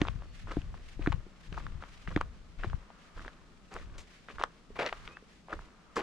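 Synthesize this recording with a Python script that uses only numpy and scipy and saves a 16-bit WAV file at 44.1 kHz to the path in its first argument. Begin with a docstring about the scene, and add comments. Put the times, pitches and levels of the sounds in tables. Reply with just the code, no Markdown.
"""A dry woodland path at walking pace, two microphones on the walker's body, beside a worn camera.
Air buffets the microphones from the start (shaped low noise), over the wood's hush and rubbing clothes (noise).
Soles crush grit about twice a second (clumped clicks), stones knock and crack (damped bursts), steps land with
brief low rings and dull thuds (decaying modes). A far bird calls faintly near the start and again near 5.1 s
(gliding sines). Stones rasp and one twig snaps (narrow noise), soles slide through litter (dense clicks) and
dry leaves snap and fizz (bright noise)."""
import sys
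import numpy as np
from scipy import signal
from scipy.fft import rfft, irfft, next_fast_len
from scipy.io import wavfile
from scipy.ndimage import uniform_filter1d

SR = 44100
rng = np.random.default_rng(int(sys.argv[2]) if len(sys.argv) > 2 else 0)


def materialize(psi):
    """Save the field psi as 16-bit PCM at rate SR to the path in sys.argv[1].

    A 1-D psi becomes a single channel; in a 2-D psi each row is a channel.
    """
    bounded = np.clip(np.atleast_2d(psi).T, -1, 1)
    quanta = np.round(bounded * 32767).astype(np.int16)
    wavfile.write(sys.argv[1], SR, quanta)


N = 265614
TIME = np.arange(N) / SR
PADDED = next_fast_len(N, True)
FREQS = np.fft.rfftfreq(PADDED, 1 / SR)


def gain_of(db):
    """Amplitude factor of a level in dB."""
    return 10 ** (np.asarray(db) / 20)


def evened(x):
    """Scales to rms 1."""
    return x / np.sqrt(np.mean(x ** 2) + 1e-20)


def read(points, hz):
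    """Reads a spectrum table along a log-frequency axis."""
    f, value = np.transpose(points)
    return np.interp(np.log(hz + 1), np.log(f + 1), value)


def curve(rows, axis=1):
    """One column of a time table, at every sample."""
    rows = np.array(rows)
    return np.interp(TIME, rows[:, 0], rows[:, axis])


def swell(centre_s, width_s):
    """A smooth rise and fall of height 1."""
    return np.exp(-((TIME - centre_s) / width_s) ** 2 / 2)


def held(start_s, length_s, rise_s, fall_s):
    """A straight rise to 1, a hold, then an exponential fall."""
    rise = np.clip((TIME - start_s) / rise_s, 0, 1)
    return rise * np.exp(-np.clip(TIME - start_s - length_s, 0, 1) / fall_s)


def panned(db):
    """Left and right gains for a left-right level difference."""
    return gain_of(np.array([db, -db]).reshape(2, -1) / 2)


def add(mix, s, sound):
    """Mixes a sound in at time s."""
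    part = mix[:, max(round(s * SR), 0):][:, :sound.shape[-1]]
    part += sound[..., :part.shape[1]]


def colour(x, spectrum):
    """Minimum-phase filter of mean power gain 1: clicks keep their sharp front."""
    hz = abs(np.fft.fftfreq(4096, 1 / SR))
    log_gain = np.log(evened(gain_of(read(spectrum, hz))))
    taps = np.fft.ifft(np.exp(np.conj(signal.hilbert(log_gain)))).real[:2048]
    return signal.oaconvolve(x, taps[None], axes=1)[:, :x.shape[1]]


def paired(x, likeness):
    """Turns two unrelated signals into a partly alike left and right."""
    a, b = rfft(x, PADDED)
    same = np.clip(read(likeness, FREQS), 0, 1)
    shared = np.sqrt((1 + same) / 2) * a
    own = np.sqrt((1 - same) / 2) * b
    return irfft(np.array([shared + own, shared - own]), PADDED)[:, :N]


def noise(spectrum, likeness):
    """Steady stereo noise of rms 1."""
    return evened(colour(paired(rng.standard_normal((2, N)), likeness), spectrum))


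def wander(per_s):
    """A random curve of rms 1 that takes a new direction per_s times a second."""
    return evened(np.interp(TIME * per_s, np.arange(N), rng.standard_normal(N)))


def grains(per_s, spread_db, clump_db, clumps_per_s, count=6):
    """Tiny fractures that come in clumps; crumbs of each size sound in their own octave."""
    octave = np.clip(np.log2((FREQS + 1) / 300), 0, count - 1)
    clumps = gain_of(clump_db * np.minimum(wander(clumps_per_s), 2))
    out = 0
    for k in range(count):
        at = np.flatnonzero(rng.random(N) < per_s / SR)
        clicks = np.zeros((2, N))
        spread = np.minimum(rng.exponential(1, N)[at], 3.5)
        size = gain_of(spread_db * spread) * clumps[at]
        clicks[:, at] = size * rng.standard_normal((2, N))[:, at]
        # the foot's weight sets the energy spent in any 40 ms, however it is shared among grains
        clicks /= np.sqrt(abs(uniform_filter1d((clicks ** 2).mean(0), size=1764)) + 1e-9)
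        band = np.cos(np.pi / 2 * np.minimum(abs(octave - k), 1))
        out = out + rfft(clicks, PADDED) * band
    return irfft(out, PADDED)[:, :N]


# gusts at the microphones as the walker strides: start t/s, length t/s, level/dB, left-right level/dB
GUSTS = [(-.02, 0.21, -40, 8.5), (0.42, 0.3, -42, 3.5), (0.962, 0.21, -38, 9), (1.467, 0.31, -42, 6.5),
         (2.056, 0.19, -38, 3), (2.569, 0.18, -38.5, 4.5), (3.143, 0.096, -44.5, -1),
         (3.735, 0.26, -46.5, 2), (4.317, 0.099, -49, -3), (4.684, 0.066, -50.5, 1), (4.9, 0.18, -52.5, 0),
         (5.526, 0.064, -43.5, -3), (5.952, .1, -52, 0)]
# steady airflow, easing as the walk slows: t/s, level/dB
DRAUGHT = [(0, -49.5), (.8, -47.5), (1.35, -58.5), (2.4, -51), (3.0, -64), (3.4, -59), (4.2, -63.5),
           (6, -66)]
# single eddies striking the left microphone: t/s, peak level/dB, f/Hz
EDDIES = [(0.098, -24.5, 78), (0.158, -26.5, 85), (0.589, -25.5, 73.4), (1.015, -27.5, 60),
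          (1.106, -19.5, 70), (1.146, -20.5, 75), (1.755, -31.5, 74.4), (2.675, -23, 62),
          (2.745, -20, 68.6)]
# spectrum of the turbulence: f/Hz, relative level/dB
WIND_SPECTRUM = [(10, -11.5), (28, 9), (60, -1.5), (110, -10), (170, -15), (260, -26), (500, -45.5),
                 (5000, -110)]
# likeness of the turbulence at the two microphones: f/Hz, likeness (0-1)
WIND_LIKENESS = [(30, 0.56), (200, 0.75)]


def air(right_db=-18, draught_lean_db=3, gust_rise_s=0.023, gust_fall_s=0.042):
    """Low turbulence: gusts rise, hold and die over a draught; an eddy is one swing of pressure."""
    flow = noise(WIND_SPECTRUM, WIND_LIKENESS)
    flow /= np.sqrt(uniform_filter1d(flow ** 2, size=4000, axis=1))
    power = (gain_of(curve(DRAUGHT)) * panned(draught_lean_db)) ** 2
    for s, length, db, lean_db in GUSTS:
        gust = held(s, length, gust_rise_s, gust_fall_s)
        power += (gain_of(db) * panned(lean_db) * gust) ** 2
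    out = flow * np.sqrt(power)
    for s, db, hz in EDDIES:
        u = 2 * np.pi * hz * (TIME - s)
        swing = u * np.exp((1 - np.minimum(u ** 2, 100)) / 2)
        out -= gain_of([[db], [db + right_db]]) * swing  # the right microphone gets less
    return out


# spectrum of the wood all round: f/Hz, relative level/dB
WOODS_SPECTRUM = [(30, -4.5), (100, -11.5), (170, 6), (300, -3), (700, -9.5), (1250, -19), (5000, -21),
                  (8000, -27.5), (12000, -42), (14000, -62)]
# spectrum of the hush around 1.3 kHz: f/Hz, relative level/dB
MIDS_SPECTRUM = [(300, -31), (900, -8), (1250, -1), (1650, -10), (3000, -18.5), (8000, -54)]
# how that midrange hush comes and goes: t/s, level/dB
MIDS_LEVEL = [(0, -78), (1.3, -69), (1.9, -65), (2.4, -72), (2.9, -63.5), (3.2, -64.5), (3.6, -70.5),
              (4.6, -73.5), (5, -58.5), (5.4, -75), (6, -63)]
# likeness at the two microphones of the hush and the clothes: f/Hz, likeness (0-1)
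WIDE_LIKENESS = [(40, 0.94), (250, 0.75), (1000, 0.48), (2500, 0.22), (6000, 0.12)]


def woods(level_db=-62, lean_db=1.3):
    """The distant hush of the trees: steady broad noise and a midrange that varies in level."""
    steady = gain_of(level_db) * noise(WOODS_SPECTRUM, WIDE_LIKENESS)
    mids = gain_of(curve(MIDS_LEVEL)) * noise(MIDS_SPECTRUM, WIDE_LIKENESS)
    return panned(lean_db) * (steady + mids)


# clothing rubs as a leg swings through between steps: centre t/s, half-width t/s, level/dB
SWINGS = [(.385, 0.035, -61.5), (0.891, 0.041, -62.5), (1.45, 0.025, -59), (1.97, 0.084, -64.5),
          (3.04, 0.042, -68), (4.13, 0.07, -65.5), (4.99, 0.095, -62.5), (5.33, 0.043, -68.5)]
# spectrum of rubbed cloth: f/Hz, relative level/dB
CLOTH_SPECTRUM = [(300, -11), (900, -5.5), (1800, 4), (3000, 1), (6500, -8.5), (9000, -16), (14000, -32)]
# a steady rustle fades as the walk slows
RUSTLE_DB, RUSTLE_DB_PER_S = -67.5, -1
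# cloth rubs again as the knee takes the weight after each heel
KNEE_AFTER_S, KNEE_WIDTH_S, KNEE_DB = 0.074, 0.051, -65


def clothes(flutter_db=2.0):
    """Fabric close to the microphones rubs with each leg swing and knee bend: noise follows its speed."""
    speed = gain_of(RUSTLE_DB + RUSTLE_DB_PER_S * TIME)
    speed += sum(gain_of(db) * swell(s, width) for s, width, db in SWINGS)
    speed += gain_of(KNEE_DB) * sum(swell(step[0] + KNEE_AFTER_S, KNEE_WIDTH_S) for step in STEPS)
    return speed * gain_of(flutter_db * wander(90)) * noise(CLOTH_SPECTRUM, WIDE_LIKENESS)


def crunch(start_s, length_s, rise_s=0.0044, shape=2.36):
    """Pressure on the grit: a quick rise, then a fade as it packs down."""
    age = np.maximum(TIME - start_s, 0)
    return (1 - np.exp(-age / rise_s)) * np.exp(-(age / length_s) ** shape)


# footsteps: heel lands t/s, heel crunch level/dB, its length t/s,
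# delay until the sole lands t/s, sole crunch level/dB, its length t/s
STEPS = [(-0, -43.5, 0.058, 0.065, -48, 0.02), (0.472, -46.5, 0.029, 0.03, -41, 0.038),
         (1.003, -52, 0.038, 0.08, -53, .025), (1.523, -47.5, 0.03, 0.035, -49.5, 0.071),
         (2.077, -53, 0.024, 0.025, -47.5, 0.027), (2.594, -50.5, 0.014, 0.029, -56, 0.025),
         (3.16, -50, 0.077, 0.09, -51.5, 0.033), (3.708, -52.5, 0.026, 0.085, -51.5, 0.037),
         (4.291, -47.5, 0.024, 0.099, -43, 0.043), (4.78, -44, 0.037, 0.075, -46.5, 0.026),
         (5.51, -58, 0.043, 0.015, -37.5, 0.016), (5.958, -39, 0.018, 0.028, -38, 0.037)]
# grit shifts as the rear foot pushes off: t/s, level/dB
PUSHES = [(.23, -62), (0.778, -59), (1.84, -57), (3.955, -58.5), (5.095, -54.5)]
# grit creaks faintly while the foot bears weight
STANCE_DB, STANCE_S = -61.5, 0.31


def footwork(push_width_s=0.028):
    """How hard the shoes grind: heel, sole, the weight of the stance, push-off."""
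    power = sum((gain_of(db) * swell(s, push_width_s)) ** 2 for s, db in PUSHES)
    for heel_s, heel_db, heel_length, delay, sole_db, sole_length in STEPS:
        power += (gain_of(heel_db) * crunch(heel_s, heel_length)) ** 2
        power += (gain_of(sole_db) * crunch(heel_s + delay, sole_length)) ** 2
        power += (gain_of(STANCE_DB) * crunch(heel_s, STANCE_S)) ** 2
    return np.sqrt(power)


# spectrum of crushed grit: f/Hz, relative level/dB
GRIT_SPECTRUM = [(120, -13), (300, 3), (550, 0.5), (800, -6.5), (1100, 2), (1600, -2.5), (2300, -10),
                 (3300, -14.5), (6500, -25), (9000, -34.5), (14000, -61)]
# likeness of sounds from the feet at the two microphones: f/Hz, likeness (0-1)
FEET_LIKENESS = [(200, 1), (1200, 0.99), (2500, 0.64), (5000, 0.96), (10000, 0.77)]


def grit():
    """Grit breaks and shifts under the sole: clumped clicks follow the pressure."""
    breaks = grains(per_s=1400, spread_db=3.0, clump_db=3.0, clumps_per_s=300)
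    return colour(footwork() * paired(breaks, FEET_LIKENESS), GRIT_SPECTRUM)


# louder stones and twigs clicking under the shoes: t/s, knock level/dB, knock f/Hz, crack level/dB
STONES = [(0.0163, -32, 1830, -32.5), (0.0525, -36.5, 1140, -65), (0.0718, -41, 866, -50),
          (0.0791, -55, 1700, -46.5), (0.085, -32.5, 1030, -42), (0.222, -50, 780, -74),
          (.473, -47, 955, -70), (.52, -42, 945, -67), (0.568, -46.5, 1350, -55.5),
          (.618, -56, 2020, -52.5), (0.743, -47, 910, -73), (1.0626, -31.5, 1450, -68),
          (1.073, -32, 1640, -39.5), (1.122, -38.5, 1170, -45), (1.127, -33, 1010, -45.5),
          (1.527, -57, 1300, -48), (1.667, -40.5, 1370, -53.5), (1.825, -43, 1280, -59.5),
          (1.838, -44, 1060, -53.5), (2.076, -40, 1700, -59), (2.1628, -35, 1730, -36.5),
          (2.1753, -33.5, 1210, -45), (2.2093, -45, 1100, -50), (2.2128, -26.5, 1170, -44),
          (2.6363, -34.5, 1450, -53.5), (2.6451, -35.5, 800, -67), (2.7, -48, 1540, -54),
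          (2.7322, -40.5, 1040, -73), (2.904, -49, 746, -80), (3.1948, -47, 1420, -61),
          (3.2492, -44, 1280, -70), (3.2804, -39.5, 1680, -50.5), (3.7653, -38, 1330, -64),
          (3.7878, -59, 2000, -51), (4.287, -43, 1380, -69), (4.3848, -39, 1310, -70),
          (4.399, -39, 1210, -50), (4.4141, -31.5, 1090, -56), (4.4248, -48, 810, -42),
          (4.438, -22.5, 1090, -39.5), (4.8947, -43, 2320, -46.5), (4.9272, -32.5, 760, -57),
          (4.928, -35, 1430, -44.5), (5.077, -43, 1430, -46.5), (5.1707, -43.5, 1570, -60),
          (5.4855, -45.5, 885, -78), (5.5922, -45, 1020, -67)]
# spectrum of a crack: f/Hz, relative level/dB
CRACK_SPECTRUM = [(400, -66), (1500, 10), (2400, 15), (3450, 13.5), (5000, -1), (6700, -5), (9000, -28),
                  (14000, -40)]


def stones(knock_s=0.0004, crack_s=0.00044, settle_s=0.008, settle_db=-19, grain=0.4, soil_hz=2300):
    """A stone slips with a crack and a brief knock damped by the soil; crumbs settle after it."""
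    knocks, cracks = np.zeros((2, 2, N))
    t = np.arange(-130, 1100) / SR
    span = np.sqrt(220)  # sets levels as rms over 5 ms, ahead of the filters below
    blow = 1 / np.cosh(t / knock_s)
    settle = gain_of(settle_db) * np.exp(-abs(t) / settle_s) * (t > 0)
    soil = signal.butter(2, soil_hz, fs=SR)
    for s, knock_db, hz, crack_db in STONES:
        rubble = colour(rng.standard_normal((1, len(t))), GRIT_SPECTRUM)[0]
        crumbs = signal.lfilter(*soil, rubble)
        tone = np.sin(2 * np.pi * (hz * t + rng.random()))
        knock = blow * tone + (grain * blow + settle) * crumbs
        add(knocks, s + t[0], gain_of(knock_db) * span * knock / np.linalg.norm(knock))
        crack = rng.standard_normal((2, len(t))) * (1 / np.cosh(t / crack_s) + settle / 2)
        add(cracks, s + t[0], gain_of(crack_db) * span * crack / np.linalg.norm(crack[0]))
    # a knock has little bass or fizz
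    knocks = signal.filtfilt(*signal.butter(2, [380, 5500], "bandpass", fs=SR), knocks)
    return knocks + colour(paired(cracks, FEET_LIKENESS), CRACK_SPECTRUM)


# dull heel thuds and brief low rings as steps land: t/s, level/dB, main f/Hz, left-right level/dB
LANDINGS = [(0.017, -16, 296, -4.5), (0.5696, -20.5, 293, 3), (0.994, -31, 300, 0),
            (1.0744, -17.5, 295, -4.5), (1.266, -44, 353, -1), (1.524, -33, 156, 4),
            (2.083, -33.5, 169, -1), (2.164, -17.5, 298, -5), (2.646, -33, 341, 1), (4.704, -43, 410, 1),
            (5.225, -48.5, 425, 0), (5.529, -36, 330, 0)]
# modes of a landing: multiple of the main f, relative level/dB, 60 dB decay t/s
LANDING_MODES = [(1, 0, 0.044), (.62, 2.5, 0.019), (2.3, -20.5, 0.06)]


def landings(rise_s=0.00038):
    """Dull heel thuds and brief low rings as steps land: each a sum of quickly decaying modes."""
    out = np.zeros((2, N))
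    t = np.arange(SR // 10) / SR
    for s, db, hz, pan_db in LANDINGS:
        modes = sum(gain_of(mode_db - 60 * t / t60) * np.sin(2 * np.pi * hz * ratio * t)
                    for ratio, mode_db, t60 in LANDING_MODES)
        add(out, s, gain_of(db) * panned(pan_db) * modes * (1 - np.exp(-t / rise_s)))
    return signal.sosfilt(signal.butter(1, 70, "highpass", fs=SR, output="sos"), out)


def trees(x, t60=0.17):
    """Trunks and leaves scatter a short tail: decaying noise, from 6 ms on, convolved with the sound."""
    t = np.arange(SR // 2) / SR
    tail = rng.standard_normal((2, len(t))) * gain_of(-60 * t / t60) * (t > .006)
    return signal.fftconvolve(x, tail / np.linalg.norm(tail[0]), axes=1)[:, :N]


# far bird notes: t/s, length t/s, start f/Hz, end f/Hz, peak level/dB
BIRD_NOTES = [(0.21, 0.17, 4500, 4400, -72), (5.087, 0.102, 2380, 2715, -58.5)]


def bird(waver=0.004):
    """Thin whistles far off: gliding sines with a slight random waver."""
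    out = np.zeros((2, N))
    for s, length, start_hz, end_hz, db in BIRD_NOTES:
        part = np.clip((TIME - s) / length, 0, 1)
        hz = (start_hz + (end_hz - start_hz) * part) * (1 + waver * wander(160))
        out += gain_of(db) * np.sin(np.pi * part) * np.sin(2 * np.pi * np.cumsum(hz) / SR)
    return out


# short rasps of stones, and one bright twig snap at 4.863 s: t/s, half-width t/s, level/dB, f/Hz
RASPS_AND_SNAP = [(0.5133, 0.0016, -38, 1440), (1.579, 0.0032, -34, 1010), (4.8634, 0.00083, -33, 4200),
                  (5.53, .0024, -30.5, 1320), (5.969, 0.0024, -27, 1230)]


def rasps_and_twig_snap(width=0.26):
    """Stones rasp by quick stick and slip, and a twig snaps: short, rough noise around one pitch each."""
    out = np.zeros((2, N))
    for s, length, db, hz in RASPS_AND_SNAP:
        band = np.exp(-(np.log((FREQS + 1) / hz) / width) ** 2 / 2)  # width in natural-log frequency
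        burst = swell(s, length)
        rough = burst * irfft(rfft(rng.standard_normal(PADDED)) * band, PADDED)[:N]
        out += gain_of(db) * rough * np.linalg.norm(burst) / np.linalg.norm(rough)
    return out


# the sole slides through loose earth and leaf litter: start t/s, length t/s,
# grinding level/dB, crackle level/dB, pitch of the earth (multiple)
SLIDES = [(1.011, 0.025, -59, -56, 1), (1.819, 0.012, -55, -64, 1.1), (2.072, 0.013, -62, -48, 1),
          (2.585, 0.03, -62.5, -54.5, 1.2), (2.627, 0.023, -49.5, -51.5, 1.1),
          (3.709, 0.05, -51.5, -63, .75), (3.748, 0.022, -48.5, -57, .9), (4.28, 0.035, -61, -55, 1),
          (4.754, 0.013, -45.5, -59, 1.6), (4.788, 0.039, -33, -37, 1.05), (4.838, 0.026, -39, -44, 1),
          (4.859, 0.024, -44.5, -39.5, 1.15), (5.492, 0.043, -43.5, -57, .9), (5.963, 0.042, -36, -45, .7)]
# spectrum of earth grinding under a sliding sole, at pitch 1: f/Hz, relative level/dB
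EARTH_SPECTRUM = [(110, -10), (230, -5), (420, 3), (650, 6), (900, -1.5), (1400, -2), (2300, -12.5),
                  (14000, -50)]
# spectrum of crackling leaves: f/Hz, relative level/dB
CRACKLE_SPECTRUM = [(500, -19), (1500, 6.5), (2400, 8), (3300, -1), (4600, -7), (6400, -18), (9000, -30),
                    (14000, -47)]


def slides(judder_db=1.5, rise_s=0.0044, fall_s=0.0098):
    """Dense tiny fractures run together while the sole judders along; deeper litter sounds lower."""
    judder = gain_of(judder_db * wander(130))
    fractures = grains(per_s=5000, spread_db=0.5, clump_db=1, clumps_per_s=300)
    earth = judder * paired(fractures, FEET_LIKENESS)
    crackles = grains(per_s=1100, spread_db=2.5, clump_db=1.5, clumps_per_s=420)
    leaves = judder * paired(crackles, FEET_LIKENESS)
    out, crackle_power = np.zeros((2, N)), 0
    for s, length, grind_db, crackle_db, pitch in SLIDES:
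        motion = held(s, length, rise_s, fall_s)
        grinding = (gain_of(grind_db) * motion * earth)[:, round(s * SR):][:, :SR // 2]
        add(out, s, colour(grinding, [(hz * pitch, db) for hz, db in EARTH_SPECTRUM]))
        crackle_power += (gain_of(crackle_db) * motion) ** 2
    return out + colour(np.sqrt(crackle_power) * leaves, CRACKLE_SPECTRUM)


# dry leaves that snap under a stone: t/s, level/dB
SNAPS = [(1.1258, -44), (2.2126, -39), (3.741, -44.5), (4.4378, -36), (5.969, -37)]
# short scuffs through dry leaves: t/s, length t/s, level/dB
SCUFFS = [(3.717, 0.11, -65), (3.98, 0.036, -49), (5.957, 0.035, -42.5)]
# spectrum of dry leaves: f/Hz, relative level/dB
LEAVES_SPECTRUM = [(800, 2), (2500, 0.5), (4500, -1.5), (7500, -3.5), (10000, -17), (14000, -31)]


def scuffs(rise_s=0.00091, snap_s=0.00058):
    """A single leaf snaps in about a millisecond; a toe brushing dry leaves is a bright fizz that fades."""
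    level = sum(gain_of(db) * swell(s, snap_s) for s, db in SNAPS)
    for s, length, db in SCUFFS:
        age = np.maximum(TIME - s, 0)
        level += gain_of(db) * (1 - np.exp(-age / rise_s)) * np.exp(-(age / length) ** 2)
    return level * gain_of(2 * wander(200)) * noise(LEAVES_SPECTRUM, FEET_LIKENESS)


# level of the ground at the left microphone against the right: f/Hz, left-right level/dB
GROUND_LEAN = [(250, -2), (600, 1.7), (1200, 1), (2400, 4), (4500, 1.5), (9000, -1.5)]
# the right microphone is a little nearer to the feet: f/Hz, its lead/rad
RIGHT_LEAD = [(350, 0.02), (2300, 0.72), (6000, 0.5)]


def scene():
    """Feet below, clothes and air close to the microphones, the wood all round."""
    lead = np.exp(1j * read(RIGHT_LEAD, FREQS) * np.array([[0], [1]]))
    microphones = panned(read(GROUND_LEAN, FREQS)) * lead
    ground = grit() + stones() + rasps_and_twig_snap() + slides() + scuffs()
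    feet = irfft(rfft(ground, PADDED) * microphones, PADDED)[:, :N]
    song = bird()
    scattered = gain_of(-20.0) * trees(feet) + trees(song, t60=0.16) / 2
    return air() + woods() + clothes() + feet + landings() + song + scattered


def record(dry, edge_hz=14200):
    """The recorder's band limit: a steep linear-phase low-pass."""
    taps = signal.firwin(401, edge_hz, window=("kaiser", 8), fs=SR)
    return signal.oaconvolve(dry, taps[None], "same")


dry = scene()
out = record(dry)
materialize(out)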